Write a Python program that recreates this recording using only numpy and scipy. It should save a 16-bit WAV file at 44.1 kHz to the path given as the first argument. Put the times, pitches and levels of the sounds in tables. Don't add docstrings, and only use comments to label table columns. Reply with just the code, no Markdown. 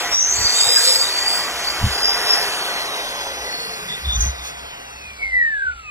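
import sys
import numpy as np
from scipy import signal
from scipy.io import wavfile
from scipy.ndimage import uniform_filter1d

SR = 44100
rng = np.random.default_rng(int(sys.argv[2]) if len(sys.argv) > 2 else 0)


def wrap_up_sound(samples):
    columns = np.atleast_2d(samples).T
    tamed = np.clip(columns, -1, 1)
    steps = np.round(tamed * 32767).astype(np.int16)
    wavfile.write(sys.argv[1], SR, steps)


N = 260190


def from_db(db):
    return 10 ** (np.asarray(db) / 20)


def rms_one(x):
    return x / np.sqrt(np.mean(np.abs(x) ** 2) + 1e-20)


def in_time(rows, s=None):
    at, *columns = np.transpose(rows)
    s = np.arange(N) / SR if s is None else s
    return [np.interp(s, at, column) for column in columns]


def at_hz(points, hz):
    table_hz, table_db = np.array(points).T
    return np.interp(np.log(hz), np.log(table_hz), table_db)


def drift(rate_hz, size=N):
    r = np.exp(-2 * np.pi * rate_hz / SR)
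    run_in = 20000
    white = rng.standard_normal(size + run_in)
    return rms_one(signal.lfilter([1], [1, -2 * r, r * r], white)[run_in:])


def swell(start, level_db, hold, rise, fall):
    s = np.arange(N) / SR - start
    before = -s / max(rise, .005)
    after = (s - hold) / max(fall, .005)
    return level_db - 20 * np.maximum(np.maximum(before, after), 0)


def banded_noise(colour, tilt_db, patchy_db):
    out, together = 0, drift(8.0)
    edges = 25 * 2 ** np.arange(0, 9.5, 1 / 3)
    white = rng.standard_normal((2, N))
    for k, (low, high) in enumerate(zip(edges, edges[1:])):
        band_filter = signal.butter(2, [low, high], "band", fs=SR, output="sos")
        band = signal.sosfilt(band_filter, white[k % 2])
        hz = np.sqrt(low * high)
        octaves_up = max(np.log2(hz / 600), 0)
        flicker_db = patchy_db * (0.15 * together + drift(12.0))
        out = out + band * from_db(at_hz(colour, hz) + tilt_db * octaves_up + flicker_db)
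    return out * np.sqrt(SR / 2400)


# (press t/s, release t/s)
TRIGGER = [(.12, .903), (1.138, 1.39), (1.596, 2.365)]


def powered():
    s = np.arange(N) / SR
    return sum((s >= press) & (s < release) for press, release in TRIGGER)


START_TURNS, FULL_TURNS = 327, 434.1
SPIN_UP_S = .338
FRICTION, FAN_DRAG = 61.15, 8.95e-4


def speed():
    step, turns = 256, [START_TURNS]
    for on in powered()[::step]:
        v = turns[-1]
        gain = (FULL_TURNS - v) / SPIN_UP_S if on else -FRICTION - FAN_DRAG * v * v
        turns.append(v + step / SR * gain)
    return np.interp(np.arange(N) / step, np.arange(len(turns)), turns)


# (f/Hz, level/dB per Hz)
SHOP_COLOUR = [(30, 9), (100, 3), (300, -4.5), (1000, -27), (2200, 6.5), (4000, -6), (7000, -7.5),
               (10000, -43), (15000, -44)]
SHOP_DB = -51.5


def shop_noise():
    return from_db(SHOP_DB) * banded_noise(SHOP_COLOUR, 0, patchy_db=1.2)


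# (t/s, level/dB, hold/s)
BOOMS = [(.12, -47, .01), (.39, -35, .01), (1.17, -55, 0.074), (1.547, -43, .01), (1.69, -45, .01),
         (1.827, -31, .08), (2.04, -43, .01), (3.394, -41.5, 0.037), (4.081, -26.5, .01),
         (4.161, -22, 0.11), (4.403, -36, .03), (4.57, -46, .1), (4.95, -45, .02), (5.263, -42, 0.082),
         (5.686, -44, 0.081)]
BOOM_HZ, BOOM_WIDTH_HZ = 63, 4
BOOM_REST_DB, BOOM_RISE_S, BOOM_FALL_S = -55.5, .07, 0.092


def boom():
    phase = 2 * np.pi * np.cumsum(BOOM_HZ + BOOM_WIDTH_HZ * drift(8.44)) / SR
    jolts_db = np.max([swell(*row, BOOM_RISE_S, BOOM_FALL_S) for row in BOOMS], axis=0)
    level_db = np.maximum(jolts_db, BOOM_REST_DB + 3.7 * drift(4.0))
    level_db = level_db + 3.0 * drift(18.0)
    return np.sqrt(2) * from_db(level_db) * np.sin(phase)


# (t/s, push level/dB)
KNOCKS = [(0.372, -34), (.39, -28), (0.41, -31), (0.444, -29), (0.669, -33), (1.812, -21), (1.827, -15),
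          (1.839, -6.5), (1.864, -14), (4.068, -26), (4.13, -29), (4.176, -23), (4.258, -21)]
# (f/Hz, level/dB relative to the push, time to fall 60 dB/s)
GRIP = [(103, 2.5, 0.077), (194, -9, 0.082), (244, -40, 0.13)]


def knocks():
    pushes, out = np.full(N, 1e-18), 0
    for s, push_db in KNOCKS:
        pushes[round(s * SR)] = from_db(push_db)
    for hz, level_db, t60 in GRIP:
        r = from_db(-60 / (t60 * SR))
        w = 2 * np.pi * hz / SR
        ring = signal.lfilter([0, np.sin(w)], [1, -2 * r * np.cos(w), r * r], pushes)
        out = out + from_db(level_db) * ring
    return signal.sosfilt(signal.butter(4, 240, fs=SR, output="sos"), out)


# (start t/s, length/s, middle f/Hz, width/Hz, level/dB)
SQUEALS = [(0.002, .12, 5900, 490, -34), (.1, .13, 5700, 380, -15), (.15, .24, 6130, 490, -15),
           (.26, .3, 7300, 1080, -24), (.27, .25, 14100, 810, -42), (.32, .32, 5950, 420, -23),
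           (.36, .38, 4530, 320, -21), (.45, .66, 15150, 810, -39), (.48, .26, 7350, 1170, -20),
           (.5, .6, 7780, 280, -25), (.51, .3, 3800, 350, -23), (.66, .14, 3700, 500, -28),
           (.53, .1, 10300, 1080, -40), (.6, .2, 490, 80, -36), (.78, .28, 505, 70, -31),
           (.62, .45, 8900, 900, -32), (.69, .44, 7300, 1710, -23), (.7, .36, 4550, 810, -19),
           (.72, .14, 1610, 180, -26), (.75, .25, 10050, 810, -33), (.76, .3, 12700, 1170, -37),
           (.78, .2, 3820, 560, -23), (.99, .14, 3850, 350, -26), (1.14, .2, 7250, 810, -31),
           (1.16, .32, 4620, 320, -24), (1.23, .22, 9350, 560, -37), (1.25, .19, 7800, 420, -31),
           (1.25, .21, 15200, 560, -39), (1.57, .1, 6200, 280, -34), (2.0, .16, 5020, 280, -23),
           (2.25, .22, 5170, 350, -25), (3.4, .42, 4390, 100, -32), (3.42, .2, 1980, 70, -33),
           (3.5, .7, 170, 60, -46), (3.87, .11, 3500, 210, -29), (3.88, .1, 1990, 90, -34),
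           (4.04, .14, 3560, 170, -21), (4.11, .22, 6260, 230, -23), (4.2, .12, 1990, 110, -37),
           (4.41, .12, 6170, 350, -37), (4.8, .3, 6220, 200, -48)]
SQUEAL_RISE = 0.46
SQUEAL_PULL = .4
SQUEAL_FLICKER_DB = 1.5


def squeals():
    out = np.zeros(N)
    climb = np.cumsum(np.gradient(np.log(speed())) * powered())
    for start, length, hz, width_hz, level_db in SQUEALS:
        i, size = round(abs(start) * SR), int(np.clip(length, .02, .9) * SR)
        u, pull = np.linspace(0, 1, size), climb[i:i + size]
        shape = np.sin(np.pi / 2 * np.minimum(u / SQUEAL_RISE, (1 - u) / (1 - SQUEAL_RISE)))
        pitch_hz = hz * np.exp(SQUEAL_PULL * (pull - pull.mean()))
        phase = 2 * np.pi * np.cumsum(pitch_hz) / SR
        narrow = signal.butter(2, max(width_hz, 20) / 2, fs=SR, output="sos")
        a, b = rms_one(signal.sosfilt(narrow, rng.standard_normal((2, SR))))[:, SR - size:]
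        squeal = a * np.cos(phase) + b * np.sin(phase)
        out[i:i + size] += from_db(level_db + SQUEAL_FLICKER_DB * drift(17.5, size)) * shape * squeal
    return out


# (t/s, level/dB, brightness/dB per octave)
AIR = [(0, 3, 0), (.135, 2, -1), (.16, -8.5, 0), (.4, -1.5, -0.5), (.7, -3.5, 1.4), (.85, -5, 1.5),
       (.97, -3, 0), (1.1, -3, 1), (1.3, -1, 0.06), (2.1, -1.5, 0), (2.3, 1, 0), (2.7, -0.5, 0),
       (3.1, 0, 0), (3.5, 0.5, 0), (3.95, -2, 1.5), (4.4, 1, 0), (5.25, -1, 0.5), (5.55, -3.5, -1.5),
       (5.9, 0, -1.5)]
# (f/Hz, level/dB per Hz)
AIR_COLOUR = [(60, -16.5), (200, -12), (450, -1.5), (1000, 1.5), (2000, 0), (2700, -0.5), (4500, -2),
              (7000, -9), (9500, -13.5), (13000, -22), (16000, -14)]
# (f/Hz, width/Hz, lift/dB)
HOUSING = [(169, 13, 3), (407, 58, 2), (516, 17, 2), (700, 16, 8), (816, 30, 4.5), (972, 18, 4),
           (1160, 23, 2), (1524, 120, 3), (1954, 33, 7.5), (2550, 38, 1.5), (3325, 180, 2.5),
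           (4160, 300, 3), (5370, 160, 3), (6500, 840, 0), (7410, 1030, 5.5), (11150, 340, 6)]
# (t/s, level/dB, brightness/dB per octave)
FLARES = [(.135, 0, 1.2), (4.24, 3, 0.5), (4.47, -0.5, 2), (5.795, -3.5, 3.5)]
FLARE_S = 0.029
AIR_DB = -29
AIR_LOSS_DB, AIR_DULLING_DB = 6.5, 1.18


def fan_air():
    level_db, tilt_db = in_time(AIR)
    halvings = np.log2(FULL_TURNS / speed())
    level_db = level_db + AIR_DB - AIR_LOSS_DB * halvings
    tilt_db = tilt_db - AIR_DULLING_DB * halvings
    for s, more_db, brighter_db in FLARES:
        shape = np.exp(-.5 * ((np.arange(N) / SR - s) / FLARE_S) ** 2)
        level_db = level_db + more_db * shape
        tilt_db = tilt_db + brighter_db * shape
    air = banded_noise(AIR_COLOUR, tilt_db, patchy_db=1.26)
    for hz, width_hz, lift_db in HOUSING:
        b, a = signal.iirpeak(hz, hz / width_hz, fs=SR)
        air = air + (from_db(lift_db) - 1) * signal.lfilter(b, a, air)
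    return from_db(level_db) * air


ONCE, TWICE, SLOT, UPPER, HIGH = 1, 2, 12, 23, 48
WHINE_WOBBLE = .005
WHINE_FLUTTER_DB, SIDE_FLUTTER_DB, SLOT_GRAIN_DB = 2.5, 3.5, 4.0
# (turns off it, level/dB relative to it)
SIDE_TONES = [(-2, -27), (-1, -11), (1, -20)]
RESTING = {"once": (-58, 0.67, 0), "twice": (-60.5, 1, 0), "slot": (-41, 11, 1), "upper": (-48, -1, 0),
           "high": (-84, 0, 0)}
# (cycles a turn, start t/s, level/dB, hold/s, rise/s, fall/s); rise and fall span 20 dB
SWELLS = [(ONCE, 1.03, -46.5, 0.23, .1, 0.29), (ONCE, 1.94, -41, 0.53, .1, 0.27),
          (TWICE, 2.58, -44.5, 1.23, .3, .25), (SLOT, .36, -26, 0.2, 0.088, .3),
          (SLOT, 0.655, -18, 0.13, 0.17, .2), (SLOT, 0.915, -17, .01, 0.3, 0.26),
          (SLOT, 1.086, -25.5, 0.31, .2, 0.17), (SLOT, 1.64, -31, 0.056, .12, .12),
          (SLOT, 2.057, -18, .02, 0.13, 0.24), (SLOT, 1.92, -28, .45, .06, .1),
          (SLOT, 2.33, -18, .01, 0.15, 0.099), (SLOT, 2.48, -35.5, 0.39, .3, 1),
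          (UPPER, 3.05, -45, 0.65, .2, .4), (UPPER, 4.0, -47, 0.3, .3, .3), (UPPER, 4.6, -52, .4, 0.28, .3),
          (UPPER, 5.06, -38, 0.054, 0.33, 0.11), (UPPER, 5.245, -19, .01, 0.043, 0.091),
          (UPPER, 5.355, -14.5, 0.057, 0.064, 0.33), (UPPER, 5.65, -22, 0.036, .2, 0.064),
          (UPPER, 5.89, -38, .02, .1, .1), (HIGH, 4.6, -54, 0.42, .2, .1),
          (HIGH, 5.17, -56.5, .4, 0.11, .3), (HIGH, 5.77, -51, .06, .08, .1),
          (HIGH, 5.88, -34.5, .05, 0.067, .1)]


def rotor():
    turns = speed()
    uneven_turns = turns * (1 + WHINE_WOBBLE * turns / FULL_TURNS * drift(76.0))
    angle = 2 * np.pi * np.cumsum(uneven_turns) / SR
    upper = np.sin(UPPER * angle)
    for off, side_db in SIDE_TONES:
        side = np.sin((UPPER + off) * angle + drift(14.0))
        upper += from_db(side_db + SIDE_FLUTTER_DB * drift(14.0)) * side
    slots = from_db(SLOT_GRAIN_DB * drift(120.0)) * np.sin(SLOT * angle)
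    tones = {"once": (ONCE, np.sin(angle)), "twice": (TWICE, np.sin(TWICE * angle)),
             "slot": (SLOT, slots), "upper": (UPPER, upper), "high": (HIGH, np.sin(HIGH * angle))}
    out, on = 0, uniform_filter1d(1. * powered(), size=2000)
    for name, (cycles, tone) in tones.items():
        full_db, loss_db, power_db = RESTING[name]
        rest_db = full_db - loss_db * np.log2(FULL_TURNS / turns) + power_db * on
        swells_db = [swell(*row[1:]) for row in SWELLS if row[0] == cycles]
        level_db = np.max([rest_db] + swells_db, axis=0)
        out = out + from_db(level_db + WHINE_FLUTTER_DB * drift(18.6)) * tone
    return np.sqrt(2) * out


def scene():
    mono = shop_noise() + boom() + knocks() + squeals() + fan_air() + rotor()
    return np.array([mono, mono])


# (t/s, then the upper edges f/Hz of zones one to six)
EDGES = [(0, 2500, 3530, 6000, 6090, 7920, 9000), (.3, 2510, 3940, 5800, 6065, 7970, 9220),
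         (.58, 2580, 3680, 5230, 5700, 8150, 8850), (.75, 2580, 3870, 5280, 5100, 8290, 8550),
         (1.6, 2425, 3230, 5050, 5030, 7950, 9120), (2.0, 2130, 3360, 5100, 5220, 7290, 8800),
         (2.45, 1960, 3340, 5450, 5140, 7080, 8770), (3.1, 1050, 3290, 4900, 4600, 6640, 8840),
         (3.5, 860, 2800, 4730, 4880, 6040, 8950), (4.3, 258, 2580, 4700, 4570, 6090, 8510),
         (5.0, 298, 2840, 4130, 4210, 5630, 7960), (5.6, 222, 3050, 3230, 3300, 4760, 7400),
         (5.9, 200, 3180, 3435, 3350, 4740, 7060)]
ZONE_TURN = [0, -1.95, 2.45, np.pi, .06, np.pi, 0]
EDGE_WAVER_HZ, ROUND_TOP, CUTOFF_HZ = 40, 2.2, 16300


def record(dry):
    rounded = ROUND_TOP * np.tanh(dry[0] / ROUND_TOP)
    hz, s, frames = signal.stft(rounded, SR, nperseg=1024)
    ragged = EDGE_WAVER_HZ * drift(8.0)[np.minimum(s * SR, N - 1).astype(int)]
    edges = np.maximum.accumulate(in_time(EDGES, s))
    zone = sum(hz[:, None] > edge + ragged for edge in edges)
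    turn = np.exp(.5j * np.array(ZONE_TURN)[zone])
    pair = np.array([signal.istft(frames * z, SR, nperseg=1024)[1][:N] for z in (turn, turn.conj())])
    return signal.sosfilt(signal.cheby2(14, 70, CUTOFF_HZ, fs=SR, output="sos"), pair)


dry = scene()
out = record(dry)
wrap_up_sound(out)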